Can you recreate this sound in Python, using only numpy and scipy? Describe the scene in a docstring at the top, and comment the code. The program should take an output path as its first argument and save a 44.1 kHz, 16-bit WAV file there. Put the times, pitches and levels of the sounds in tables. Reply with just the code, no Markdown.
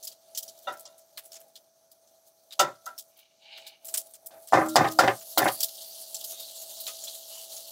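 """Frying pan and eggs under a fan

A pan fries on a stove in a small wooden cabin: shaped noise and crackle sizzle, a fan adds tones and air.
Fat spits as pops and steam puffs; a knife taps the rim as decaying modes; a tub slides as rough friction noise.
Then eggs are knocked on the pan, which rattles on its grate as noise through its modes, and the sizzle grows
fuller, with narrow steam hisses. Fan and sizzle are faint in the lulls and swell while things move."""
import sys
import numpy as np
from scipy import signal
from scipy.fft import rfft, irfft, next_fast_len
from scipy.io import wavfile
from scipy.ndimage import uniform_filter1d, map_coordinates

SR = 44100
rng = np.random.default_rng(int(sys.argv[2]) if len(sys.argv) > 2 else 0)


def volts_from_decibels(level):
    """Turn decibel levels (scalar or array-like) into linear amplitude factors."""
    exponent = np.asarray(level, float) / 20
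    return 10 ** exponent


def put_to_file(sound):
    """Save the sound as 16-bit audio at rate SR, in the file named by the first command-line argument."""
    columns = np.atleast_2d(sound).T  # one column per channel
    safe = np.clip(columns, -1, 1)
    whole_steps = np.round(safe * 32767)
    wavfile.write(sys.argv[1], SR, whole_steps.astype(np.int16))


N = 340011  # samples

# Background before its swell: (time [s], sizzle [dB], finest bubbles over sizzle [dB], fan [dB])
BACKGROUND_LEVELS = [(0, -64.5, 2, -64), (.25, -69, 0, -66), (.5, -64, 3, -61.5), (.8, -66.5, 0, -59.5),
                     (1.1, -70.5, 2, -67), (1.4, -72, 6, -61.5), (1.65, -75.5, 2.5, -70),
                     (2.4, -74.5, 6, -68.5), (2.749, -66.5, 0.5, -64), (3.098, -76, 10.5, -69),
                     (3.282, -75.5, -3, -75), (3.5, -67, -14, -69), (3.62, -62.5, -7, -61),
                     (3.791, -81.5, 5, -71), (3.9, -62.5, 11.5, -58), (4.2, -76, 8, -67.5),
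                     (4.36, -73.5, 14, -52), (4.5, -62.5, 6, -67.5), (4.66, -54.5, 5.5, -72),
                     (4.92, -52.5, 3, -53.5), (5.15, -54.5, 4.5, -57.5), (5.36, -50.5, 5, -59),
                     (5.5, -53.5, 12, -60), (5.7, -51.5, 4.5, -59.5), (7.0, -48, 1, -58.5),
                     (7.71, -49.5, 2.5, -58.5)]
# Frying fat: (frequency [Hz], relative density [dB per Hz])
FRYING_SPECTRUM = [(590, -46), (1000, -19), (1780, -34.5), (2270, -29.5), (2570, -28), (2720, -12.5),
                   (3060, -8.5), (3310, -6.5), (4470, -1), (5020, -5.5), (7340, -2), (8930, 1), (11200, 2),
                   (15200, 1), (15700, -2.5)]
# Fan air: (frequency [Hz], relative density [dB per Hz])
FAN_AIR_SPECTRUM = [(24, -80), (40, -35), (123, -29.5), (325, -26.5), (379, -22.5), (421, -30), (595, -7.5),
                    (660, -8), (719, -16.5), (812, -13), (1020, -31.5), (1300, -28.5), (2000, -35.5),
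                    (2500, -30.5), (3250, -69.5), (5500, -120)]
# Fan tones: (multiple of FAN_BLADE_HZ, relative level [dB])
FAN_ORDERS = [(4, -22.5), (5, -20), (7, 2), (14, -30.5)]
# Faint microphone hiss: (frequency [Hz], relative density [dB per Hz])
MIC_HISS_SPECTRUM = [(590, -34.5), (1000, -6), (1140, -5.5), (1380, -7.5), (3060, -27.5), (6250, 4),
                     (7690, -25.5), (8530, -4.5), (9790, -19.5), (13500, -11), (15700, -20)]
# Steady low cabin murmur: (frequency [Hz], relative density [dB per Hz])
ROOM_SPECTRUM = [(24, -51.5), (45, -13.5), (120, -3), (300, -0.3), (450, -2), (700, -29.5), (1200, -100)]
# Fat spits, shell crackles and the sharp crackling edges of knocks:
# (time [s], base level [dB], pop pitch [Hz], treble setting [dB], body setting [dB])
CRACKLE_EVENTS = [(0.0273, -30.5, 6240, -9, -38), (0.0427, -27.5, 7060, -5.5, -31),
                  (0.0712, -23.5, 5040, -8.5, -32), (0.1157, -35.5, 4730, -13, -22),
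                  (0.3492, -23.5, 6340, -16, -26), (0.3745, -16, 5680, -8, -31),
                  (0.4268, -28, 5800, -7, -41), (0.4794, -28.5, 5740, -16, -40),
                  (0.5764, -43, 5800, -8, -36), (0.6235, -46.5, 5970, -2, -33), (0.6764, -39, 3370, -13, 4),
                  (0.7238, -35.5, 11100, -11, -12), (0.7706, -44, 5300, -5, -20),
                  (0.7953, -31, 11400, -8.5, -36), (0.854, -30.5, 5700, -38, -48),
                  (0.9807, -40, 10200, -10, -24), (1.0829, -55, 5520, -12, -26),
                  (1.1738, -26.5, 4130, -6.5, -6), (1.2366, -42.5, 10400, -8, -18),
                  (1.2526, -34.5, 10500, -7, -21), (1.3192, -30, 5400, -12, -19.5),
                  (1.341, -33, 6820, -15, -19), (1.359, -33.5, 6500, -19, -13),
                  (1.4023, -38, 12200, -11, -15), (1.48, -53, 9440, -6, -28),
                  (1.5555, -31.5, 4230, -17, -24), (1.9145, -47, 4900, -2, -34),
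                  (2.074, -48, 6300, -14, -31), (2.2662, -49.5, 6400, -4, -25),
                  (2.5077, -33.5, 3800, -26, -12), (2.523, -27, 3720, -17, -19),
                  (2.595, -6, 6350, -17.5, -11), (2.7556, -48.5, 4950, -20, -18),
                  (2.8584, -29, 6380, -11.5, -28), (2.9791, -26, 5500, -5.5, -25),
                  (2.9932, -30.5, 5540, -7, -31), (3.1677, -49, 3120, 0, -12),
                  (3.1898, -44.5, 3120, -6, -16), (3.5756, -37, 3430, -13, -2.5),
                  (3.6663, -30, 3850, -12, -23), (3.847, -29, 11600, -8, -25),
                  (3.8662, -29, 10800, -7, -26), (3.883, -27, 7700, -10, -19),
                  (3.9404, -10.5, 8160, -12.5, -16), (3.9732, -14, 9030, -8, -26),
                  (3.9827, -21.5, 9900, -18, -27), (4.0437, -47, 10600, -11, -28),
                  (4.0607, -38, 9680, -11, -34), (4.1041, -47, 8370, -3, -24),
                  (4.137, -30.5, 8850, -13, -20), (4.2602, -30.5, 11900, -4, -40),
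                  (4.4, -48, 10700, -19, -30), (4.4223, -42, 11000, -9, -35),
                  (4.4734, -30.5, 8400, -12, -18), (4.5235, -24.5, 7200, -17, -12),
                  (4.6614, -32, 8000, -13, -24), (4.6853, -22.5, 7600, -9.5, -38),
                  (4.7576, -4.5, 4900, -22.5, -14), (4.843, -29, 3800, -23, 9),
                  (4.8753, -25, 3740, -19, -19), (4.9136, -30, 5430, -3.5, -24),
                  (4.9882, -6.5, 4980, -18.5, -10.5), (5.0769, -19, 3680, -28, 5.5),
                  (5.1647, -33, 8480, -23, -23), (5.2087, -31.5, 6900, -34, -10.5),
                  (5.3247, -36.5, 3910, -2, -28), (5.3754, -9.5, 4070, -5.5, -14),
                  (5.443, -18, 10800, -18, -9), (5.4786, -18.5, 3760, -16, -3.5),
                  (5.5179, -24, 11260, -6.5, -30), (5.6042, -15.5, 5640, -5, -24),
                  (5.6296, -12, 4830, -5, -32), (5.685, -30, 4010, -11, -27),
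                  (5.755, -34.5, 4630, -12, -36), (5.8134, -30, 4620, -14, -39),
                  (6.015, -31.5, 11400, -10, -26), (6.1442, -18, 7580, -19, -43),
                  (6.2088, -30, 4800, -10, -34), (6.2407, -26, 4940, -6, -38),
                  (6.3084, -23.5, 11300, -10, -38), (6.3979, -27, 3680, -7, -38),
                  (6.485, -33.5, 3870, -8, -38), (6.563, -33, 7520, -11, -34), (6.6154, -31, 6620, -5, -23),
                  (6.6992, -32, 6760, -14, -21), (6.772, -32, 5200, -11, -33),
                  (6.8008, -27.5, 4170, -1, -35), (6.8668, -19.5, 4030, -12.5, -16),
                  (6.8768, -20, 6930, -17, -10), (6.936, -32, 6810, -25, -21),
                  (7.0384, -21, 7100, -16, -30), (7.0818, -23, 4040, -21, -28),
                  (7.1447, -27.5, 9150, -12, -21), (7.2868, -33.5, 7260, -14, -29),
                  (7.383, -30.5, 7350, -15, -33), (7.521, -30.5, 4200, -13, -25),
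                  (7.5662, -25, 6650, -27, -25), (7.6064, -35, 5000, -20, -22)]
# Steam puff: (frequency [Hz], relative density [dB per Hz])
STEAM_SPECTRUM = [(1000, -5), (4000, -1), (9000, 0), (12000, -0.5), (14500, 7.5), (16500, -2)]
# Knife on the rim: (time [s], level [dB], fall of modes away from the main one [dB per octave],
# share of free ring time)
KNIFE_TAPS = [(0.671, -33, -7, 1.3), (0.68, -26, 7.5, 1.1), (0.858, -63.5, -9, 2.7),
              (2.595, -16, -1.5, 1.25), (2.64, -56, 11, 4.9), (2.864, -29.5, 14, 1.06),
              (2.884, -33.5, 14, 0.57)]
# Knife modes: (frequency [Hz], relative level [dB], free t60 [s])
KNIFE_MODES = [(588.4, -7, 0.18), (770, -3.5, .12), (981, -7.5, 0.17), (1332, 1.5, 0.16), (1388, -7, 0.19),
               (1474, -12.5, 0.14), (1586, -19, 0.2), (1880, -18.5, .12), (1940, -15, .15),
               (2820, -10.5, 0.076), (3585, -10, 0.088), (3860, -21.5, .12), (5930, -29.5, 0.097)]
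# Things striking the pan: (time [s], base level [dB], rattle fade [dB/s], rattle pace factor, hardness [dB])
PAN_BLOWS = [(0.68, -29, 116, 0.71, 9.5), (0.855, -46, 300, 1.3, -10), (2.592, -22.5, 901, 1.01, 28),
             (2.602, -12, 175, 0.88, 2), (2.624, -20.5, 259, 0.63, 1.5), (2.862, -49, 600, 0.85, 21),
             (2.884, -37.5, 298.5, 1.13, 8), (4.307, -43.5, 38, 0.73, 14), (4.524, -11, 899, 1.01, -8),
             (4.533, 0.5, 129, .95, -2), (4.659, -21.5, 600, 0.91, -16), (4.757, -2, 899, 0.79, 4),
             (4.766, -1.5, 59, 1.01, -0.8), (4.989, -2.5, 17, 1.123, 3), (5.375, -8.5, -55, 1.05, 6),
             (6.325, -45, 600, 0.93, 18), (6.878, -39.5, 900, 1.01, 24)]
# Contacts as the pan rocks on its grate: (delay before pace [s], relative level [dB],
# base thud level [dB], base t60 [s])
GRATE_CONTACTS = [(0, -1.64, -27, 0.099), (.017, -5, -15.5, 0.23), (.042, -3.5, -12.5, 0.14),
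                  (.078, -1.5, -22, .14), (.109, -12.5, -12, 0.042)]
# Pan on its grate: (frequency [Hz], width [Hz], relative level [dB])
PAN_MODES = [(119.2, 17, -4), (211, 7.5, -9.5), (316, 87, -11.5), (410, 52, 0), (538.5, 31.4, 0.5),
             (607, 68, -0.5), (741, 48, 2), (814, 84, 2.5), (862, 77, -7), (1018, 58, 1.5), (1180, 39, 1.5),
             (1250, 17, 7), (1470, 330, -7.5), (1576, 87, 1), (1758, 110, -9), (2168, 69, -7.5),
             (2430, 90, -21), (2710, 170, -24), (3470, 41, -28.5), (3680, 40, -8), (4620, 60, -31.5)]
# Pan wall under a fresh contact: (frequency [Hz], width [Hz], relative level [dB])
WALL_MODES = [(744, 113, 6), (1320, 650, -11)]
# Egg on the rim: (time [s], level [dB], fall of modes away from the main one [dB per octave],
# share of free ring time)
EGG_KNOCKS = [(4.535, -25.5, 5, 5.4), (4.76, -33.5, -9.5, 0.17), (4.991, -29.5, -13, 0.22),
              (5.377, -29, -0.5, 1.05)]
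# Humming stove top: (frequency [Hz], relative level [dB], free t60 [s])
STOVE_MODES = [(120.3, -20, 0.28), (236, -13.5, 0.32), (318, -1, 0.33), (612, 0.5, 0.17), (1375, 5.5, 0.13)]
# Plastic tub pushed along the counter: (time [s], level [dB])
TUB_SLIDE = [(3.1, -80), (3.19, -65), (3.3, -73), (3.39, -72), (3.42, -61.5), (3.5, -53.5), (3.58, -47),
             (3.602, -52.5), (3.656, -55), (3.67, -49.5), (3.718, -58), (3.74, -56.5), (3.794, -73),
             (3.85, -65)]
# Tub walls: (frequency [Hz], width [Hz], relative level [dB])
TUB_MODES = [(816, 120, 0), (1580, 350, -6), (2330, 290, 1.5), (2880, 330, 4), (4000, 1300, 0),
             (5300, 530, -9)]
# Steam whistling from under the food: (time [s], length [s], frequency [Hz], level [dB])
STEAM_JETS = [(4.7, 0.061, 3800, -54), (5.483, 0.17, 4540, -47.5), (5.523, 0.044, 11300, -38),
              (5.783, 0.18, 4650, -52.5), (5.997, 0.031, 11100, -47), (6.244, 0.098, 11500, -46),
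              (6.265, 0.067, 6640, -46), (6.312, 0.15, 3710, -50.5), (6.47, 0.056, 4000, -52),
              (6.947, 0.042, 4200, -54), (7.069, 0.019, 3400, -42.5), (7.3, 0.15, 2960, -54.5)]

FAN_BLADE_HZ, FAN_AIR_DB = 93.76, -3  # air gain within the fan
MIC_HISS_DB, ROOM_DB = -72.5, -82.5
LIFT_DB, LIFT_FROM_DB, LIFT_SPAN_DB, LIFT_WINDOW_S = 6, -58, 30, 0.032  # swell with loud things
PUFF_DB, PUFF_FALL_DB_OCT, PUFF_T60_S = -11, 10, 0.088  # steam falls away from the pop's pitch
POP_DB, CLICK_DB, CLICK_T60_S = -5.5, -9.5, 0.0054  # pop; snap of the bubble's skin
RING_DB, CLACK_DB, CLACK_FADE_DB_S = -14.5, -24, 179  # upper ring and clack, before hardness
TOCK_DB, TOCK_FADE_DB_S = 30.5, 39.5  # later contacts knock the wall less
THUD_DB_PER_BLOW_DB = 0.15


def unit(x):
    """Scale to rms 1."""
    return x / np.sqrt(np.mean(x ** 2) + 1e-20)


def wobble(rate_hz):
    """A smooth random curve with rate_hz knots per second."""
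    knots = rng.standard_normal(int(N * rate_hz / SR) + 4)
    return map_coordinates(knots, [np.arange(N) * rate_hz / SR])


def filtered(x, response):
    """Apply a complex response of frequency in Hz."""
    m = next_fast_len(N + SR // 2)
    return irfft(rfft(x, m) * response(np.fft.rfftfreq(m, 1 / SR)), m)[:N]


def coloured(x, spectrum):
    """Shape x by (Hz, dB) points on a log axis, at rms 1."""
    f, db = np.transpose(spectrum)
    return unit(filtered(x, lambda hz: volts_from_decibels(np.interp(np.log(hz + 1), np.log(f + 1), db))))


def patchy(depth_db):
    """White noise with patches of random gain in time and pitch."""
    z = signal.stft(rng.standard_normal(N + 512), nperseg=256)[2]
    field = uniform_filter1d(rng.standard_normal(z.shape), size=9, axis=0)
    field = uniform_filter1d(field, size=16, axis=1)
    return signal.istft(z * volts_from_decibels(depth_db * unit(field)), nperseg=256)[1][:N]


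def crackle(rate_hz, spread_db):
    """Tiny pops at random moments and of uneven size."""
    size_db = np.minimum(spread_db * rng.standard_normal(N), 14)
    sign = np.sign(rng.standard_normal(N))
    return (rng.random(N) < rate_hz / SR) * sign * volts_from_decibels(size_db)


def band(x, lo_hz, hi_hz, order):
    """Causal Butterworth band-pass."""
    return signal.sosfilt(signal.butter(order, [lo_hz, hi_hz], "bandpass", fs=SR, output="sos"), x)


def bursts(times_s, levels_db, t60s_s, rise_s, cut_s):
    """Power-summed envelopes: each swells, dies away and stops short near cut_s."""
    power, t = np.zeros(N + SR), np.arange(SR // 3) / SR
    swell = (1 - np.exp(-t / rise_s)) ** 2
    for s, db, t60 in zip(times_s, levels_db, t60s_s):
        fall_db = 60 * t / t60 + 20 * (t / cut_s) ** 4
        power[round(s * SR):][:len(t)] += volts_from_decibels(2 * (db - fall_db)) * swell
    return np.sqrt(power[:N])


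def resonances(peaks):
    """Complex response of parallel (Hz, width Hz, dB) modes with alternating signs."""
    def response(f):
        return sum((-1) ** k * volts_from_decibels(db) * 1j * f * width / (hz * hz - f * f + 1j * f * width)
                   for k, (hz, width, db) in enumerate(peaks))
    return response


def struck(hits, modes, main_hz, blur):
    """Modes ring at new strengths with each hit; loose contact blurs their pitch by a phase walk."""
    out, t = np.zeros(N), np.arange(SR // 2) / SR
    onset = 1 - np.exp(-t / 0.0034)
    chance = rng.standard_normal((len(hits), len(modes), 2 + len(t) // 200))
    for (s, hit_db, fall_db_oct, share), rows in zip(hits, chance):
        for (hz, mode_db, t60), draws in zip(modes, rows):
            level_db = hit_db + mode_db - fall_db_oct * abs(np.log2(hz / main_hz)) + draws[0]
            gain = volts_from_decibels(level_db - 60 * t / (t60 * share)) * onset
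            drift_rad = blur * np.interp(t, np.linspace(0, t[-1], len(draws)), np.cumsum(draws))
            out[round(s * SR):][:len(t)] += gain * np.sin(2 * np.pi * hz * t + drift_rad)
    return out


def frying(sizzle_db, sheen_db, flutter):
    """Many small bubbles: patchy noise with pops on top, the finest bubbles levelled apart."""
    fizz = coloured(patchy(depth_db=4.5) + 1.2 * unit(crackle(rate_hz=5200, spread_db=14.5)), FRYING_SPECTRUM)
    sheen = filtered(fizz, lambda hz: 1 / (1 + (7200 / (hz + 1)) ** 12))
    sizzle = volts_from_decibels(sizzle_db) * unit(fizz - sheen) + volts_from_decibels(sheen_db) * unit(sheen)
    return volts_from_decibels(flutter + 0.88 * wobble(110)) * sizzle


def fan(fan_db, flutter):
    """Slightly wandering blade tones over a rush of air."""
    phase = 2 * np.pi * np.cumsum(FAN_BLADE_HZ + 0.0975 * wobble(4.1)) / SR
    tones = sum(volts_from_decibels(db + 1.5) * np.sin(order * phase) for order, db in FAN_ORDERS)
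    air = coloured(patchy(depth_db=0.5), FAN_AIR_SPECTRUM)
    return volts_from_decibels(fan_db + 1.2 * flutter) * (tones + volts_from_decibels(FAN_AIR_DB) * air)


def mic_hiss(sheen_db):
    """Faint microphone hiss, wavering, and sinking in the deepest lulls of the finest bubbles."""
    level_db = MIC_HISS_DB + 0.64 * np.minimum(sheen_db + 74.5, 0) + 0.7 * wobble(12)
    return volts_from_decibels(level_db) * coloured(rng.standard_normal(N), MIC_HISS_SPECTRUM)


def room():
    """Steady low noise murmur of the cabin."""
    return volts_from_decibels(ROOM_DB) * coloured(rng.standard_normal(N), ROOM_SPECTRUM)


def background(moving):
    """Murmur holds and hiss sinks in the deepest lulls, under frying and fan, which swell with what moves."""
    s, *columns = np.transpose(BACKGROUND_LEVELS)
    sizzle_db, fine_db, fan_db = [np.interp(np.arange(N) / SR, s, c) for c in columns]
    sheen_db = sizzle_db + fine_db
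    power = np.abs(uniform_filter1d(moving ** 2, int(LIFT_WINDOW_S * SR)))
    loud_db = 10 * np.log10(power + 1e-12)
    lift = volts_from_decibels(LIFT_DB * np.clip((loud_db - LIFT_FROM_DB) / LIFT_SPAN_DB, 0, 1))
    flutter = wobble(25)  # shared by frying and fan
    swelling = lift ** 0.4 * frying(sizzle_db, sheen_db, flutter) + lift * fan(fan_db, flutter)
    return swelling + mic_hiss(sheen_db) + room()


def spits_and_crackles():
    """Spits, shell crackles and knock edges: each a pitched pop, a click and a ragged puff around that pitch."""
    s, base_db, pop_hz, treble_db, body_db = np.transpose(CRACKLE_EVENTS)
    grain = rng.standard_normal(N) + 0.043 * unit(crackle(rate_hz=1300, spread_db=13.5))
    steam = volts_from_decibels(3.24 * wobble(250)) * coloured(grain, STEAM_SPECTRUM)
    edges_hz = [1000, 3000, 5000, 7500, 11000, 17000]
    bands = list(zip(edges_hz, edges_hz[1:]))
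    near_db = [PUFF_DB - PUFF_FALL_DB_OCT * abs(np.log2(np.sqrt(lo * hi) / pop_hz)) for lo, hi in bands]
    colour_db = [body_db - 8, near_db[1], near_db[2],
                 0.31 * near_db[3] + 0.57 * treble_db - 3, treble_db - 1.5]
    puff_t60s, click_t60s = np.full(len(s), PUFF_T60_S), np.full(len(s), CLICK_T60_S)
    out = np.zeros(N)
    for (lo, hi), db in zip(bands, colour_db):
        puffs = bursts(s, base_db + db, puff_t60s, rise_s=0.0051, cut_s=0.13)
        out += unit(band(steam, lo, hi, order=4)) * puffs
    clicks = bursts(s, base_db + CLICK_DB, click_t60s, rise_s=0.00034, cut_s=0.05)
    out += unit(band(rng.standard_normal(N), 3700, 15000, order=2)) * clicks
    t = np.arange(SR // 50) / SR
    onset = 1 - np.exp(-t / 0.00031)
    for start, db, hz in zip(s, base_db, pop_hz):
        pop = volts_from_decibels(db + POP_DB - 60 * t / 0.018) * np.sin(2 * np.pi * hz * t) * onset
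        part = out[round(start * SR):][:len(t)]
        part += pop[:len(part)]
    return out


def knife():
    """The blade clinks against the iron as decaying modes."""
    return struck(KNIFE_TAPS, KNIFE_MODES, main_hz=1370, blur=0.56)


def pan_modes(f):
    """Pan response; it is too small to radiate deep bass."""
    return (0.42 / (1 + 1j * f / 1500) + resonances(PAN_MODES)(f)) * (1j * f / (70 + 1j * f)) ** 2


def pan():
    """Blows knock the wall and rock the pan on its grate: chattering contacts ring its modes in four bands."""
    start, blow_db, fade_db_s, pace, hard_db = np.transpose(PAN_BLOWS)[:, :, None]
    delay, step_db, low_db, life_s = np.transpose(GRATE_CONTACTS)
    # one row per blow, one column per contact
    s = (start + pace * delay).ravel()
    contact_db = blow_db + step_db - fade_db_s * delay
    thud_db = (low_db - 0.28 * hard_db + THUD_DB_PER_BLOW_DB * (blow_db + 1.5)).ravel()
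    ring_db = (RING_DB + 0.49 * hard_db + 0 * delay).ravel()
    clack_db = (CLACK_DB + hard_db - CLACK_FADE_DB_S * delay).ravel()
    t60 = (life_s + 0 * start).ravel()
    push_db = (contact_db + TOCK_DB - TOCK_FADE_DB_S * delay).ravel()
    pushes = np.bincount(np.round(s * SR).astype(int), volts_from_decibels(push_db), N)
    # the low-pass gives each contact a moment's length
    out = filtered(pushes, lambda f: resonances(WALL_MODES)(f) / (1 + 1j * f / 2200) ** 2)
    chatter = rng.standard_normal(N)
    # (low Hz, high Hz, level dB, t60 factor)
    for lo, hi, db, stretch in [(108, 416, thud_db - 4, 1.4), (293, 1280, -8.5, 1.05),
                                (1188, 2130, ring_db, 0.86), (2700, 7300, clack_db, 1.33)]:
        envelope = bursts(s, contact_db.ravel() + db, t60 * stretch, rise_s=0.0015, cut_s=0.23)
        rung = filtered(band(chatter * envelope, lo, hi, order=2), pan_modes)
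        steady = filtered(band(chatter, lo, hi, order=2), pan_modes)
        out += rung / np.std(steady)
    return out


def tub():
    """Fine friction sounding through the thin walls of the tub."""
    s, db = np.transpose(TUB_SLIDE)
    grain = patchy(depth_db=2.0) + 0.5 * unit(crackle(rate_hz=200, spread_db=7.0))
    rub = volts_from_decibels(1.9 * wobble(80)) * grain
    level_db = np.interp(np.arange(N) / SR, s, db, -120, -120)
    return volts_from_decibels(level_db) * unit(filtered(rub, lambda f: resonances(TUB_MODES)(f) ** 2))


def stove():
    """Eggs knocked on the rim make the stove top hum in decaying modes."""
    return struck(EGG_KNOCKS, STOVE_MODES, main_hz=310, blur=0.04)


def jets():
    """Steam whistles: narrow resonant noise that swells and fades."""
    out, t = np.zeros(N), np.arange(N) / SR
    for s, length_s, hz, db in STEAM_JETS:
        swell = np.sin(np.pi * np.clip((t - s) / length_s, 0, 1)) ** 0.33
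        width_hz = 250 * (hz / 4000) ** 1.7
        hiss = unit(filtered(rng.standard_normal(N), resonances([(hz, width_hz, 0)])))
        out += volts_from_decibels(db) * swell * hiss
    return out


def scene():
    """Stove, pan and fan in one small space."""
    moving = spits_and_crackles() + knife() + pan() + tub() + stove()
    return (background(moving) + moving + jets())[None]


def top_cut(x):
    """Nothing passes above the cut-off."""
    return signal.sosfilt(signal.butter(12, 17010, fs=SR, output="sos"), x)


def record(dry):
    """One microphone with a steep band limit over a faint full-band leak."""
    mic = filtered(dry[0], lambda hz: 0.01 + 1 / (1 + (hz / 15850) ** 300))
    return top_cut(mic[None])


dry = scene()
out = record(dry)
put_to_file(out)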